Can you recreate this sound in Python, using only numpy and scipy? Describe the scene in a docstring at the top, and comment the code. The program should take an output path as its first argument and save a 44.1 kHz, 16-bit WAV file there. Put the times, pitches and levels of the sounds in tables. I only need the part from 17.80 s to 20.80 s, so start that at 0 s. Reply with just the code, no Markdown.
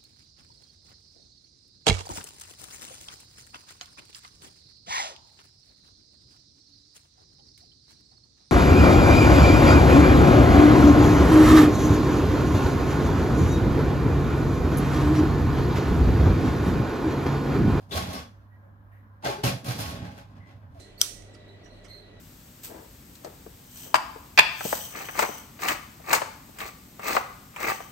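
"""A small kitchen, heard from across the room on two microphones: a wire rack in a sheet-metal oven.
The rack is dragged along its rails, knocked and pushed home; friction ticks and clanks ring wires and panels.
Shaking and jolts boom in the casing, single tones sing out, and something brushes lightly.
Dense noise echoes give the room; banded noise, an appliance's mains hum and faint tones lie beneath."""
import sys
import numpy as np
from scipy import signal
from scipy.io import wavfile

SR = 44100
rng = np.random.default_rng(int(sys.argv[2]) if len(sys.argv) > 2 else 0)


def persist_wave(psi):
    """Save psi, clipped to +-1, as 16-bit WAV."""
    counts = np.round(np.clip(psi, -1, 1) * 32767).astype(np.int16)
    wavfile.write(sys.argv[1], SR, np.atleast_2d(counts).T)


def invert_db(level):
    """Linear amplitude ratio for a level in decibels (20 dB per decade), elementwise."""
    return 10 ** (np.asarray(level, dtype=float) / 20)


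N = 132300

LEFT_BASS_DB, RIGHT_BASS_DB = -2.5, 0.57   # gain of the hum and the casing's boom on each side


def rms_one(x):
    """Scale to rms 1."""
    return x / np.sqrt(np.mean(x ** 2) + 1e-20)


def in_time(tables):
    """Join the strokes into sample-rate columns; the level rests between distant strokes."""
    rest_db, fade_s = -100, 0.03
    rows = []
    for table in tables:
        if rows and table[0][0] - rows[-1][0] > 2 * fade_s:
            rows.append((rows[-1][0] + fade_s, rest_db, *rows[-1][2:]))
            rows.append((table[0][0] - fade_s, rest_db, *table[0][2:]))
        rows += list(table)
    s, *columns = np.transpose(sorted(rows))
    return [np.interp(np.arange(N) / SR, s, c) for c in columns]


def at_hz(points, hz):
    """Read a spectrum table, evenly in log frequency."""
    table_hz, values = np.transpose(points)
    return np.interp(np.log(hz), np.log(table_hz), values)


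def drift(rate):
    """Slow random wandering of spread 1, made at a twentieth of the sample rate; rate in Hz."""
    r = np.exp(-40 * np.pi * rate / SR)
    noise = rng.standard_normal(N // 20 + 4002)
    slow = signal.lfilter([1], [1, -2 * r, r * r], noise)[4000:]   # drop the filter's start
    return np.interp(np.arange(N) / 20, np.arange(len(slow)), rms_one(slow - slow.mean()))


def ring(force, hz, t60):
    """A damped resonance: a unit click sets a sine of height 1 ringing."""
    r, w = invert_db(-60 / (t60 * SR)), 2 * np.pi * hz / SR
    return signal.lfilter([0, np.sin(w)], [1, -2 * r * np.cos(w), r * r], force + 1e-18)


def driven(force, hz, t60):
    """A mode scaled so that white force of rms 1 gives rms 1."""
    return ring(force, hz, t60) * np.sqrt(4 * np.log(1000) / (t60 * SR))


def narrow(hz, width_hz):
    """Noise through one resonance, rms 1."""
    return rms_one(ring(rng.standard_normal(N), hz, np.log(1000) / (np.pi * width_hz)))


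# Spectrum of the quiet kitchen. Each row: frequency in Hz, relative density in dB per Hz.
ROOM_SPECTRUM = [(30, -12), (70, -7), (103, -17), (140, -17.5), (227, -23), (300, -25.5), (420, -38),
                 (570, -30.5), (1070, -26.5), (1670, -31), (2100, -48), (4000, -54.5), (8000, -64.5),
                 (13000, -59.5), (16000, -45)]
# How alike the two microphones hear it. Each row: frequency in Hz, left-right correlation from -1 to 1.
ROOM_LIKENESS = [(60, 1), (250, 0.046), (600, 0.8), (1200, -0.54), (3000, -0.0073)]
# Faint fitful tones. Each row: frequency in Hz, width in Hz, middle level in dB.
FAINT_TONES = [(218, 45, -68), (282, 4.6, -74), (568, 41, -75), (1028, 65, -73.5), (1616, 25, -81)]


def room_tone():
    """Narrow bands of stereo noise, a wavering mains hum and faint tones that come and go."""
    air = 0
    edges = 28 * 2 ** np.arange(0, 9.3, 0.4)   # band edges in Hz
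    white = rng.standard_normal((2, 2, N))     # neighbouring bands use different noise
    for k, (low, high) in enumerate(zip(edges, edges[1:])):
        band = signal.butter(2, [low, high], "band", fs=SR, output="sos")
        mid, side = signal.sosfilt(band, white[k % 2])
        hz = np.sqrt(low * high)
        alike = np.clip(at_hz(ROOM_LIKENESS, hz), -1, 1)
        stereo = np.sqrt(1 + alike) * mid + np.sqrt(1 - alike) * side * [[1], [-1]]
        air = air + invert_db(at_hz(ROOM_SPECTRUM, hz) + 1.5 * drift(6.2)) * stereo
    hum_level = np.sqrt(2) * invert_db(-52 + 1.8 * drift(4.9))
    hum = hum_level * np.sin(2 * np.pi * 100.3 * np.arange(N) / SR + 0.12 * drift(7.1))
    faint = sum(invert_db(db + 2.5 * drift(5)) * narrow(hz, w) for hz, w, db in FAINT_TONES)
    return invert_db(-56.5) * rms_one(air) + hum * invert_db([[LEFT_BASS_DB], [RIGHT_BASS_DB]]) + faint


def ticks():
    """Stick and slip: dense uneven ticks in judders, rms 1."""
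    ticks_per_s, spread_db, judder_db, judder_hz = 1200, 4.0, 3.0, 45
    born = rng.random(N) < ticks_per_s / SR
    uneven_db = spread_db * np.minimum(rng.exponential(1, N), 5)
    sizes = invert_db(uneven_db + judder_db * drift(judder_hz))
    return rms_one(born * sizes * rng.choice([-1, 1], N))


# Modes of the oven's sheet panels. Each row: frequency in Hz, relative level in dB, t60 in s.
PANEL_MODES = [(392.6, 4.5, 0.39), (500.5, 4.5, 0.21), (565.3, 9, 0.14), (662, 9.5, 0.16), (759, 0.5, 0.15),
               (834.8, 10.5, 0.13)]
# Modes of the rack's wires. Each row: frequency in Hz, relative level in dB, t60 in s.
WIRE_MODES = [(1097, 8.5, 0.11), (1544, 7, .05), (2025, -4, 0.06), (2410, -3, 0.073), (3370, 2.5, 0.12),
              (3610, -7.5, 0.099), (4150, -3, 0.1), (4650, 0.5, 0.25), (5310, -6.5, 0.6), (5960, -3, 0.4),
              (7100, -13, 0.4), (11640, -2.5, 0.032)]
# Spectrum of the crowd of small modes. 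Each row: frequency in Hz, relative density in dB per Hz.
SMALL_MODES = [(320, -21.5), (450, -17.5), (700, 0), (980, -9), (1330, -11.5), (2500, -11.5), (4570, -9.5),
               (6500, -13.5), (8850, -17.5), (11600, -12.5), (14000, -19), (16000, -22.5)]


def rack_modes():
    """Named modes whose drive drifts as the contact shifts, then a crowd of small, short ones."""
    modes = []
    for hz, db, t60 in PANEL_MODES + WIRE_MODES:
        contact_shift_db = 3.0 * drift(6)[::32]
        modes.append((hz, db - 18.5 + contact_shift_db, t60))
    crowd = np.geomspace(330, 15800, num=90)
    crowd_db = at_hz(SMALL_MODES, crowd) + 10 * np.log10(crowd)   # spacing widens with frequency
    for hz, db in zip(crowd, crowd_db):
        modes.append((hz, -10 + db - crowd_db.max(), 0.012 * (3000 / hz) ** 0.63))
    return modes


# Strokes of the rack along its rails. Each row: time in seconds, scrape in dB,
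# sizzle of the treble in dB re scrape, rattle of the panels in dB re scrape.
RAIL_DRAGS = [
    [(0.0, -68, -5.5, 2), (0.084, -83, 2, 4), (0.118, -40, -7, 0.5), (0.158, -36, -3.5, 1),
     (0.184, -36.5, -5, -5), (0.25, -45, -8.5, -2), (0.33, -44, -7, 0.5), (0.372, -41.5, -8.5, -7.5),
     (0.516, -75.5, -9.5, 2), (0.66, -78, -18, 6)],
    [(1.39, -99.5, -13, -7.5), (1.412, -86, 2.5, -5), (1.426, -53.5, -15, 1.5), (1.454, -28, -16.5, -0.5),
     (1.478, -33.5, -10, -2.5), (1.624, -59.5, -12, -3.5), (1.64, -31, -1.5, 2.5),
     (1.682, -35, -5.5, -10.5), (1.83, -64, -4, 11)],
    [(1.83, -69, -7, 3), (1.86, -42, -1.5, -0.5), (1.916, -38, -6, -7), (1.976, -52.5, 0, 0.5),
     (2.002, -42, 3, 0), (2.03, -38.5, -5.5, -7), (2.098, -47, -3.5, -0.5), (2.224, -49, -19.5, -2.5),
     (2.396, -57.5, -9, -2), (2.48, -67.5, -15, 0.5)],
    [(2.48, -85, -19, 4.5), (2.578, -62, -22.5, 1.5), (2.626, -76.5, -22, -7), (2.688, -55.5, -20, -1),
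     (2.796, -78, -19, 0), (2.828, -62, -43, 4.5), (2.906, -81.5, -10, -28), (2.922, -75, -10, 14),
     (2.956, -70.5, -4.5, -2), (3.0, -57, -12, -10)],
]


def rack():
    """Friction ticks and clanks ring the modes of wires and panels, shared among four corners."""
    rattle_hz, scrape_hz, sizzle_hz = 676, 1900, 10200   # where the three drag levels act in full
    scrape_db, sizzle_db, rattle_db = (c[::32] for c in in_time(RAIL_DRAGS))
    rubs = [ticks(), ticks(), ticks()]
    corners = np.zeros((4, N))
    for k, (hz, db, t60) in enumerate(rack_modes()):
        low = at_hz([(rattle_hz, 1), (scrape_hz, 0)], hz)
        high = at_hz([(scrape_hz, 0), (sizzle_hz, 1)], hz)
        drag_db = db + scrape_db + low * rattle_db + high * sizzle_db
        force = rubs[k % 3] * np.repeat(invert_db(drag_db), 32)[:N]
        force += clanks(hz, np.mean(db))
        corners[k % 4] += driven(force, hz, t60)
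    return corners


# Shaking of the casing, in bouts. Each row: time in seconds, force in dB.
CASING_SHAKES = [
    [(0.07, -58), (0.136, -34.5), (0.29, -41), (0.334, -37), (0.518, -61), (0.56, -64)],
    [(1.41, -67), (1.452, -39.5), (1.506, -52), (1.548, -48), (1.604, -48), (1.625, -59)],
    [(1.632, -33), (1.64, -34), (1.692, -32), (1.744, -38.5), (1.83, -57)],
    [(1.83, -41.5), (1.874, -36), (1.92, -41), (1.96, -38.5), (2.228, -40), (2.5, -56)],
    [(2.5, -53.5), (2.554, -50), (2.662, -58), (2.774, -51.5), (2.796, -59.5), (3.0, -60)],
]
# Modes of the casing. Each row: frequency in Hz, relative level in dB, t60 in s.
CASING_MODES = [(88, -13, 0.17), (124, -8, 0.19), (168.3, -4.5, 0.069), (187.3, -6, 0.075),
                (235.5, -9, 0.078), (266, -9.5, 0.097)]
# Jolts of the casing. Each row: start in seconds, length in s, settled pitch in Hz, level in dB before the mix.
CASING_JOLTS = [(0.135, 0.051, 82.6, -27.5), (0.213, 0.017, 84, -29), (0.274, 0.011, 87, -27),
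                (0.359, 0.053, 76, -37.5), (1.453, 0.048, 124, -33.5), (1.632, 0.034, 120, -18),
                (1.633, 0.018, 241.6, -26.5), (1.66, 0.044, 182.7, -27.5), (1.725, 0.028, 111.1, -28),
                (1.796, 0.012, 103, -34.5), (1.876, 0.033, 116.6, -23.5), (1.981, 0.026, 104, -28),
                (2.038, 0.069, 80.2, -34), (2.122, 0.045, 98.6, -35), (2.212, 0.013, 95.5, -28.5),
                (2.264, 0.018, 91, -33.5), (2.584, 0.016, 88, -38), (2.627, 0.0088, 87, -38.5),
                (2.741, 0.0098, 92.8, -42), (2.822, 0.03, 90, -43), (2.886, 0.01, 90.8, -38),
                (2.926, 0.022, 90, -43), (2.971, 0.022, 88, -44.5)]


def casing():
    """Shaking rings the casing modes; each jolt starts sharp, settles on one pitch and dies fast."""
    rise_s, t60_s, sharp_share, settle_s = 0.0078, 0.078, 0.22, 0.015
    shake_db, = in_time(CASING_SHAKES)
    boom = np.zeros(N)
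    for hz, db, t60 in CASING_MODES:
        boom += driven(invert_db(db + shake_db) * rng.standard_normal(N), hz, t60)
    for s, length, hz, db in CASING_JOLTS:
        start = int(s * SR)
        t = np.arange(N - start) / SR
        rise = 1 - np.exp(-(t / rise_s) ** 2)
        fall = invert_db(db - 60 * np.maximum(t - length, 0) / t60_s)
        cycles = hz * (t - sharp_share * settle_s * np.exp(-t / settle_s)) + rng.random()
        boom[start:] += rise * fall * np.sin(2 * np.pi * cycles)
    return boom


# One tone stands out for a moment, mostly a wire or panel singing.
# Each row: start in seconds, length in s, frequency in Hz, width in Hz, level in dB before the mix.
SINGING_TONES = [(0.108, 0.04, 3400, 200, -38), (0.117, 0.021, 3850, 420, -34),
                 (0.711, 0.062, 1900, 32, -66.5), (0.299, 0.018, 6000, 72, -50),
                 (0.35, 0.032, 5310, 56, -44), (0.16, 0.038, 1110, 45, -39), (0.35, 0.032, 1130, 41, -41),
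                 (1.632, 0.073, 556, 22, -35), (0.82, 0.072, 560, 37.7, -65),
                 (1.437, 0.11, 875, 18.3, -34.5), (1.48, .035, 393, 12.3, -34),
                 (1.58, 0.034, 410, 12.3, -41), (2.6, 0.12, 2040, 61, -61), (1.672, 0.011, 2720, 103, -33),
                 (1.453, 0.05, 710, 22.3, -39), (2.951, 0.044, 655, 30, -53.5)]


def sings():
    """Each singing moment is a tone whose phase wanders, quick to start, rounded off."""
    out = 0
    for s, length, hz, width_hz, db in SINGING_TONES:
        t = np.arange(N) / SR - s
        wander = np.sqrt(2 * np.pi * width_hz / SR) * np.cumsum(rng.standard_normal(N))
        shape = np.clip(t / 0.003, 0, 1) * np.exp(-(np.maximum(t, 0) / length) ** 4)
        out = out + invert_db(db) * shape * np.sin(2 * np.pi * hz * t + wander)
    return out


# Wire knocks on rail. Each row: start in seconds, relative level in dB, dullness in dB per octave.
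RAIL_CLANKS = [(0.11, -37, 0.5), (0.33, -28, -0.5), (1.423, -38.5, 5), (1.445, -27.5, 0),
               (1.634, -17.5, 2.5), (1.843, -33.5, -1), (1.986, -30.5, 4.5), (2.67, -55, 3)]


def clanks(hz, mode_db):
    """Force of the knocks on one mode: 10 ms noise bursts, swelling for 2.4 ms and fading."""
    contact = np.arange(441) / SR / 0.0024
    force = np.zeros(N)
    for s, level_db, dull_db in RAIL_CLANKS:
        start = int(s * SR)
        gain = invert_db(mode_db + level_db - 2.5 - dull_db * np.log2(hz / 2000))
        burst = contact * np.exp(-contact) * rng.standard_normal(len(contact))
        force[start:start + len(contact)] += gain * burst
    return force


# Colour of the light brush. Each row: frequency in Hz, width in Hz, relative level in dB.
BRUSH_BANDS = [(1859.7, 170, -0.5), (2395, 200, -12.5), (13570, 2000, -11.5)]


def brush():
    """Something brushes lightly: a short soft rustle of narrow noises with a quick start."""
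    start_s, length_s, level_db = 1.113, 0.096, -66.5   # level before the mix
    t = np.arange(N) / SR - start_s
    shape = np.clip(t / 0.0045, 0, 1) * np.exp(-(np.maximum(t, 0) / length_s) ** 2)
    return shape * sum(invert_db(level_db + db) * narrow(hz, w) for hz, w, db in BRUSH_BANDS)


def kitchen(x):
    """Dense dying reflections, the treble dying twice as fast; both sides hear the same bass."""
    t60_s, wall_cut_hz, first_echo_s, alike_below_hz = 0.27, 6300, 0.0013, 330
    t = np.arange(SR // 2) / SR
    shared, apart = rng.standard_normal((2, len(t)))
    apart = signal.sosfilt(signal.butter(2, alike_below_hz, "high", fs=SR, output="sos"), apart)
    echoes = (shared + apart * [[1], [-1]]) * (t > first_echo_s)
    low = signal.lfilter(*signal.butter(1, wall_cut_hz, fs=SR), echoes)
    fall = invert_db(-60 * t / t60_s)
    tail = low * fall + (echoes - low) * fall ** 2
    tail = tail / np.sqrt(np.sum(tail ** 2, axis=1, keepdims=True))
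    return signal.fftconvolve(x[None], tail, axes=1)[:, :N]


# The left microphone's lead over the right, in seconds, for each of the rack's four corners.
CORNER_LEADS = [0.000459, 0.000385, .00034, 0.000287]


def scene():
    """Each corner reaches the left microphone first, with its own echoes; the boom is stronger on the right."""
    corners = rack() + (sings() + brush()) / 2
    boom = casing()
    n = np.arange(N)
    left = corners.sum(axis=0)
    right = sum(np.interp(n - lead * SR, n, c) for lead, c in zip(CORNER_LEADS, corners))
    wet = sum(kitchen(c + invert_db(-21) * boom) for c in corners)
    oven = invert_db(-3.5) * np.array([left, right]) + invert_db(-1) * wet
    return oven + boom * invert_db([[LEFT_BASS_DB], [RIGHT_BASS_DB]]) + room_tone()


def top_cut(x):
    """Nothing passes above the cut-off."""
    return signal.sosfilt(signal.butter(12, 16960, fs=SR, output="sos"), x)


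def record(dry):
    """The microphones lose the deep bass and the very top."""
    no_rumble = signal.sosfilt(signal.butter(6, 47.7, "high", fs=SR, output="sos"), dry)
    mix = signal.sosfilt(signal.cheby2(14, 60, 16280, fs=SR, output="sos"), no_rumble)
    return top_cut(mix)


dry = scene()
out = record(dry)
persist_wave(out)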